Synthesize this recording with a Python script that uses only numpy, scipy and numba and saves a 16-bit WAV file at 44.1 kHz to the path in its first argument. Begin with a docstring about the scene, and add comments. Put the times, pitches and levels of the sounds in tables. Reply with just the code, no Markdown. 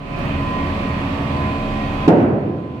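"""A mooring winch is running on the covered steel deck of a ship. Over a deep rumble of wind or handling the
motor hums, a gear whine swells and fades, and machinery noise washes. A few faint ticks come early. Just after
two seconds one heavy bang sets the steel plating ringing and booms round the deck. It overloads the phone,
whose gain control ducks the drone and holds it down while softer knocks set the plating ringing again."""
import sys
import numpy as np
from scipy import signal
from scipy.fft import rfft, irfft, next_fast_len
from scipy.io import wavfile
from scipy.ndimage import uniform_filter1d
from numba import njit

SR = 44100
rng = np.random.default_rng(int(sys.argv[2]) if len(sys.argv) > 2 else 0)


def int16_out(signal):
    """Quantize to a 16-bit WAV file."""
    q = np.round(np.clip(np.atleast_2d(signal).T, -1, 1) * 32767)
    wavfile.write(sys.argv[1], SR, q.astype(np.int16))


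N = 123479


def undb(db):
    """Decibels to gain."""
    return 10 ** (np.asarray(db) / 20)


def pan(db):
    """Stereo gains for a left-minus-right level difference."""
    return undb(np.array([[db], [-db]]) / 2)


def at(table, hz, column=1):
    """One column of a table, read on a log-frequency axis."""
    rows = np.array(table, float)
    return np.interp(np.log(hz), np.log(rows[:, 0]), rows[:, column])


def fader(table, t):
    """Gain riding through breakpoints of t/s, level/dB."""
    return undb(np.interp(t, *np.array(table).T))


def wander(per_s):
    """Smooth random modulation with a spread near 1."""
    hold = int(SR / per_s)
    steps = np.repeat(rng.standard_normal(256)[:N // hold + 2], hold)
    return 1.3 * uniform_filter1d(uniform_filter1d(steps, hold), hold)[:N]


# stereo image of the reverberant deck: f/Hz, left-right correlation
LIKENESS = [(40, 0.95), (170, 1), (300, 0.89), (430, 0.68), (600, 0.86), (780, -0.16), (1000, 0.12),
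            (1500, -0.28), (2100, -0.33), (2700, 0.29), (3500, -0.014)]
def noise_bands(spectrum):
    """Diffuse stereo noise as third-octave (Hz, band) pairs, together near rms 1."""
    size = next_fast_len(N)
    f = np.maximum(np.fft.rfftfreq(size, 1 / SR), 1)
    mid, side = rfft(rng.standard_normal((2, size)))
    like = np.clip(at(LIKENESS, f), -.99, .99)
    stereo = mid * np.sqrt((1 + like) / 2) + np.array([[1], [-1]]) * side * np.sqrt((1 - like) / 2)
    eq = undb(at(spectrum, f))
    stereo *= eq / np.sqrt(np.mean(eq ** 2))
    for hz in 20 * 2 ** (np.arange(30) / 3):
        window = np.maximum(1 - 3 * abs(np.log2(f / hz)), 0)
        yield hz, irfft(stereo * window, size)[:, :N]


def tones(partials, clock, waver_db=2, per_s=9):
    """Partials locked to one clock; echoes make each waver, the higher ones differently per side."""
    out = 0
    for hz, db in partials:
        like = np.clip(at(LIKENESS, hz), 0, 1)
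        shared = np.sqrt(like) * wander(per_s)
        apart = np.sqrt(1 - like) * np.array([wander(per_s), wander(per_s)])
        gain = np.sqrt(2) * undb(db + waver_db * (shared + apart))
        phase = 2 * np.pi * (hz * clock + rng.random()) + waver_db * np.log(10) / 20 * wander(per_s)
        width = np.arccos(like) * wander(2.05) * np.array([[-1], [1]]) / 2
        out += gain * np.sin(phase + width)
    return out


# fader ride of the deep rumble: t/s, level/dB
RUMBLE_RIDE = [(0, -29.5), (.3, -35.5), (.75, -33.5), (.9, -39), (1.1, -36), (1.45, -44), (1.68, -32.5),
               (2.0, -29), (2.3, -44.5), (2.8, -43.5)]
RUMBLE_HZ = 33
def rumble(t, clock):
    """Deep, uneven rumble of wind or handling on the phone, played as one wavering sub tone."""
    return pan(-1.5) * fader(RUMBLE_RIDE, t) * tones([(RUMBLE_HZ, 0)], clock, waver_db=1.5)


# hum partials of motor and hull: f/Hz, level/dB
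HUM_PARTIALS = [(41, -46), (100, -47), (120, -43), (140, -36.5), (160, -44.5), (180, -37), (215.8, -32.5),
                (270, -39), (279.8, -32), (350, -41.5), (559.8, -39), (629.7, -39)]
# fader ride of the strongest low hum: t/s, level/dB
DRONE_RIDE = [(0, -44), (.2, -42), (.38, -28), (.5, -40), (.64, -28.5), (.88, -35), (1.15, -28),
              (1.27, -34), (1.42, -29), (1.72, -45), (2.0, -31), (2.8, -31.5)]
DRONE_HZ = 80.3
def motor_hum(t, shaft):
    """The low bed: motor and hull hum over a heaving drone."""
    hum = undb(-.5) * tones(HUM_PARTIALS, shaft, waver_db=2.8)
    drone = fader(DRONE_RIDE, t) * tones([(DRONE_HZ, 0)], shaft, waver_db=1.5)
    return pan(-1.5) * (hum + drone)


# lower gear tones that come and go: f/Hz, [t/s, level/dB]
GEAR_SWELLS = [(704.5, [(0, -39.5), (.2, -37.5), (.4, -59), (.6, -45), (1.0, -50), (1.2, -43), (1.4, -41),
               (2.0, -45)]), (775.4, [(0, -50), (.5, -40.5), (1.1, -50), (1.5, -38.5), (1.75, -36),
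               (2.0, -42)]), (898.5, [(0, -50), (.4, -56), (.65, -42.5), (1.1, -40), (1.7, -50),
               (2.0, -45)])]
# close, beating partials of the singing mesh: f/Hz, relative level/dB
SING_PARTIALS = [(2461, -4), (2508, -0.5), (2533, -2.5)]
# fader ride of that singing: t/s, level/dB
SING_RIDE = [(0, -50), (.32, -44), (.7, -55), (1.15, -50.5), (1.56, -45), (1.7, -46), (1.88, -47),
             (2.8, -49.5)]
# midrange partials of the gearbox: f/Hz, level/dB
GEAR_MIDS = [(737.5, -49.5), (834.4, -55), (931.3, -51), (1044, -49), (1136.4, -41.5), (1254.6, -47),
             (1405, -55.5), (1540, -60), (1766, -53.5)]
# its high partials: f/Hz, level/dB
GEAR_HIGHS = [(2121, -53), (2389, -50.5), (2654, -56.5), (2794, -57), (2929, -62), (3068, -56), (3133, -57),
              (3354, -57), (3677, -66), (3768, -68), (4156, -71), (4366, -65), (4484, -65.5)]
def gearbox(t, shaft):
    """Meshing gears sing a cluster of wavering partials, right of centre."""
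    swells = sum(fader(ride, t) * tones([(hz, 0)], shaft) for hz, ride in GEAR_SWELLS)
    sing = fader(SING_RIDE, t) * tones(SING_PARTIALS, shaft)
    mids = undb(.5) * (tones(GEAR_MIDS, shaft) + swells)
    return pan(-5.5) * mids + pan(-8.5) * sing + pan(-9.5) * tones(GEAR_HIGHS, shaft)


# fader ride of the loudest gear tone: t/s, level/dB
WHINE_RIDE = [(0, -35.5), (.15, -33.5), (.28, -41.5), (.43, -30.5), (.55, -26.5), (.78, -36.5),
              (.89, -31.5), (1.21, -41.5), (1.35, -31), (1.48, -28), (1.63, -34), (1.79, -32.5),
              (1.99, -35), (2.05, -28), (2.8, -27)]
# fader ride of the upper gear tone: t/s, level/dB
UPPER_RIDE = [(0, -57), (.35, -52), (.6, -41), (.76, -54.5), (.89, -44), (1.02, -51.5), (1.15, -49),
              (1.7, -54), (1.83, -42.5), (2.0, -54), (2.8, -56.5)]
WHINE_HZ, UPPER_HZ, LEFT_LEAD_S = 1016.3, 1883.5, .00023
def gear_whine(t, shaft):
    """Two pure gear tones follow the shaft, swelling and fading."""
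    main = fader(WHINE_RIDE, t) * np.sin(2 * np.pi * WHINE_HZ * np.array([shaft + LEFT_LEAD_S, shaft]))
    upper = fader(UPPER_RIDE, t) * np.sin(2 * np.pi * UPPER_HZ * shaft)
    return np.sqrt(2) * (pan(-3.5) * main + pan(-10) * upper)


# tone colour of the machinery noise: f/Hz, relative level/dB per Hz
WASH_EQ = [(15, -26.5), (32, -10.5), (52, -6), (80, 0.5), (130, 2.5), (260, -2.5), (420, -8.5), (650, -9),
           (900, -11), (1500, -17.5), (2500, -17), (3300, -23.5), (4500, -30.5), (5200, -36.5),
           (7000, -43.5), (8300, -43.5), (9400, -51), (12000, -49), (15500, -56.5)]
# panning of diffuse sound on the deck: f/Hz, left minus right/dB
DECK_PAN = [(40, -1.5), (200, 0.1), (430, -3.5), (550, 2), (800, -1.5), (1300, -4.5), (2200, -8),
            (3000, -4.5), (4000, -2), (12000, 1)]
WASH_DB, FLICKER_DB, SMOOTHER_ABOVE_HZ = -25, 1.3, 3600
THROB_HZ, THROB_DEPTH, THROB_BELOW_HZ = 20, .14, 600
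def machinery_wash(t):
    """Fans and machinery: bands swell together, flicker alone; the lows throb once per shaft turn."""
    level_db = WASH_DB + .3 * wander(5.5)
    angle = 2 * np.pi * THROB_HZ * t
    throb = 1 + THROB_DEPTH * (np.sin(angle) + np.sin(2 * angle))
    out = 0
    for hz, band in noise_bands(WASH_EQ):
        flicker_db = FLICKER_DB * min(SMOOTHER_ABOVE_HZ / hz, 1) * wander(16)
        gain = undb(level_db + flicker_db) * (throb if hz < THROB_BELOW_HZ else 1)
        out += pan(at(DECK_PAN, hz)) * gain * band
    return out


# faint tick cues: t/s, level/dB
TICK_CUES = [(.19, -40), (.198, -43), (.257, -39)]
TICK_DECAY_S, TICK_ABOVE_HZ = .0006, 7000
def ticks(t):
    """Faint, very short ticks of high treble noise."""
    bursts = sum(undb(db) * (t >= s) * np.exp(-abs(t - s) / TICK_DECAY_S) for s, db in TICK_CUES)
    highpass = signal.butter(2, TICK_ABOVE_HZ, "high", fs=SR, output="sos")
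    return signal.sosfilt(highpass, bursts * rng.standard_normal((2, N)))


BANG_S, BANG_ATTACK_S, LEFT_LAG_S = 2.0767, .0025, .0001
def attack(age):
    """The fast front edge of a blow."""
    return 1 - np.exp(-age / BANG_ATTACK_S)


# modes of the steel plating: f/Hz, starting level/dB, t60/s
PLATE_MODES = [(125.1, -14, 4.4), (171.3, -1, 1.15), (207.7, -6, 1.6), (281.8, -4.5, 1.9),
               (304.6, 12.5, 0.12), (336.2, -4.5, 1.4), (411.7, -6.5, 0.92), (507, -8.5, 1.9),
               (589, -13.5, 0.57), (613, -10, 1.58), (668, -13, 1.5), (732, -9, 0.94), (912.6, -11.5, 0.8)]
# further knocks that set the plating ringing again: t/s, level/dB relative to the bang
KNOCKS = [(2.1094, -12.5), (2.428, -25.5), (2.463, -22)]
def plating(t):
    """Struck steel rings at the bang and at each later knock, arriving a touch later on the left."""
    out = 0
    for start, blow_db in [(BANG_S, 0), *KNOCKS]:
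        age = np.maximum(np.array([t - LEFT_LAG_S, t]) - start, 0)
        ring = sum(undb(db - 60 * age / t60) * np.sin(2 * np.pi * hz * age)
                   for hz, db, t60 in PLATE_MODES)
        out += undb(blow_db) * attack(age) * ring
    return out


# colour and tail of the deck's boom: f/Hz, relative level/dB per Hz, t60/s
BOOM_BANDS = [(25, -41.5, 1.0), (55, -20, 1.9), (91, -4, 3.9), (159, 1, 1.68), (302, 1, 2.03),
              (479, -3.5, 1.24), (755, -9, 1.28), (1130, -20.5, 1.23), (1500, -23.5, 1.45),
              (2630, -34, 0.86), (4030, -48.5, 0.56), (7000, -62, 0.52), (15000, -76.5, .3)]
BOOM_DB, BOOM_HOLD_S, BUILD_CYCLES = 3.5, .14, 1.6
def deck_boom(t):
    """Echoes gather into a dense boom, then fade; the lows build late and stay longest."""
    age = np.maximum(t - BANG_S, 0)
    fading = np.maximum(age - BOOM_HOLD_S, 0)
    out = 0
    for hz, band in noise_bands(BOOM_BANDS):
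        build = 1 - np.exp(-age * hz / BUILD_CYCLES)
        tail = undb(BOOM_DB - 60 * fading / at(BOOM_BANDS, hz, column=2))
        out += pan(at(DECK_PAN, hz)) * build * tail * band
    return attack(age) * out


CRACK_DB, CRACK_BELOW_HZ, CRACK_DELAY_S, CRACK_DECAY_S = -8, 1700, .002, .017
def crack(t):
    """The bang's transient: a short burst of darkened noise."""
    age = np.maximum(t - BANG_S, 0)
    lowpass = signal.butter(2, CRACK_BELOW_HZ, fs=SR, output="sos")
    noise = signal.sosfilt(lowpass, rng.standard_normal((2, N)))
    decay = (age > CRACK_DELAY_S) * np.exp(-abs(age - CRACK_DELAY_S) / CRACK_DECAY_S)
    return undb(CRACK_DB) * attack(age) * decay * noise / noise.std()


# crackle cues as the phone overloads on the bang: t/s, level/dB
SPECKS = [(2.0831, -8.5), (2.0868, -14), (2.095, -18.5), (2.1035, -18), (2.1113, -22)]
SPECK_WIDTH_S, SPECK_BELOW_HZ = .00028, 3000
def crackle(t):
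    """Sharp specks of noise crackle as the phone overloads on the front of the bang."""
    bursts = sum(undb(db) * np.exp(-abs(t - s) / SPECK_WIDTH_S) for s, db in SPECKS)
    lowpass = signal.butter(1, SPECK_BELOW_HZ, fs=SR, output="sos")
    return signal.sosfilt(lowpass, bursts * rng.standard_normal((2, N)))


@njit
def ducking(peak, threshold, attack_s, hold_s, release_s):
    """Gain control: the gain dives on peaks over the threshold, holds, then recovers."""
    gain, level, wait = np.empty(len(peak)), threshold, 0.
    for i in range(len(peak)):
        if peak[i] > level:
            level += (peak[i] - level) / (attack_s * SR)
            wait = hold_s * SR
        elif wait > 0:
            wait -= 1
        else:
            level += (threshold - level) / (release_s * SR)
        gain[i] = threshold / level
    return gain


def scene():
    """The mix: rumble, the winch on one nearly steady shaft, the wash, faint ticks, then the bang."""
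    t = np.arange(N) / SR
    clock = t + .001 * np.cumsum(wander(3.046)) / SR  # pitch drifts about 0.1 %
    bed = rumble(t, clock) + motor_hum(t, clock) + gearbox(t, clock) + gear_whine(t, clock)
    bed += machinery_wash(t)
    bang = deck_boom(t) + pan(-2.5) * (plating(t) + crack(t))
    return bed + ticks(t) + bang + crackle(t)


FADE_DB, FADE_S, LOOKAHEAD_S = -11, .2, .0088
CLIP_LEVEL, CLIP_KNEE, HISS_DB, TOP_HZ = .94, 24, -82.5, 15750
def record(dry):
    """The phone fades in, ducks just ahead of an overload, clips, hisses faintly and cuts the top."""
    t = np.arange(N) / SR
    x = dry * undb(FADE_DB * np.maximum(1 - t / FADE_S, 0))
    coming_peak = np.interp(t + LOOKAHEAD_S, t, abs(x).max(axis=0))
    x *= ducking(coming_peak, threshold=.55, attack_s=.01, hold_s=.66, release_s=.1)
    x /= (1 + abs(x / CLIP_LEVEL) ** CLIP_KNEE) ** (1 / CLIP_KNEE)
    x += undb(HISS_DB) * rng.standard_normal((2, N))
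    return signal.sosfilt(signal.ellip(10, .1, 80, TOP_HZ, fs=SR, output="sos"), x)


dry = scene()
out = record(dry)
int16_out(out)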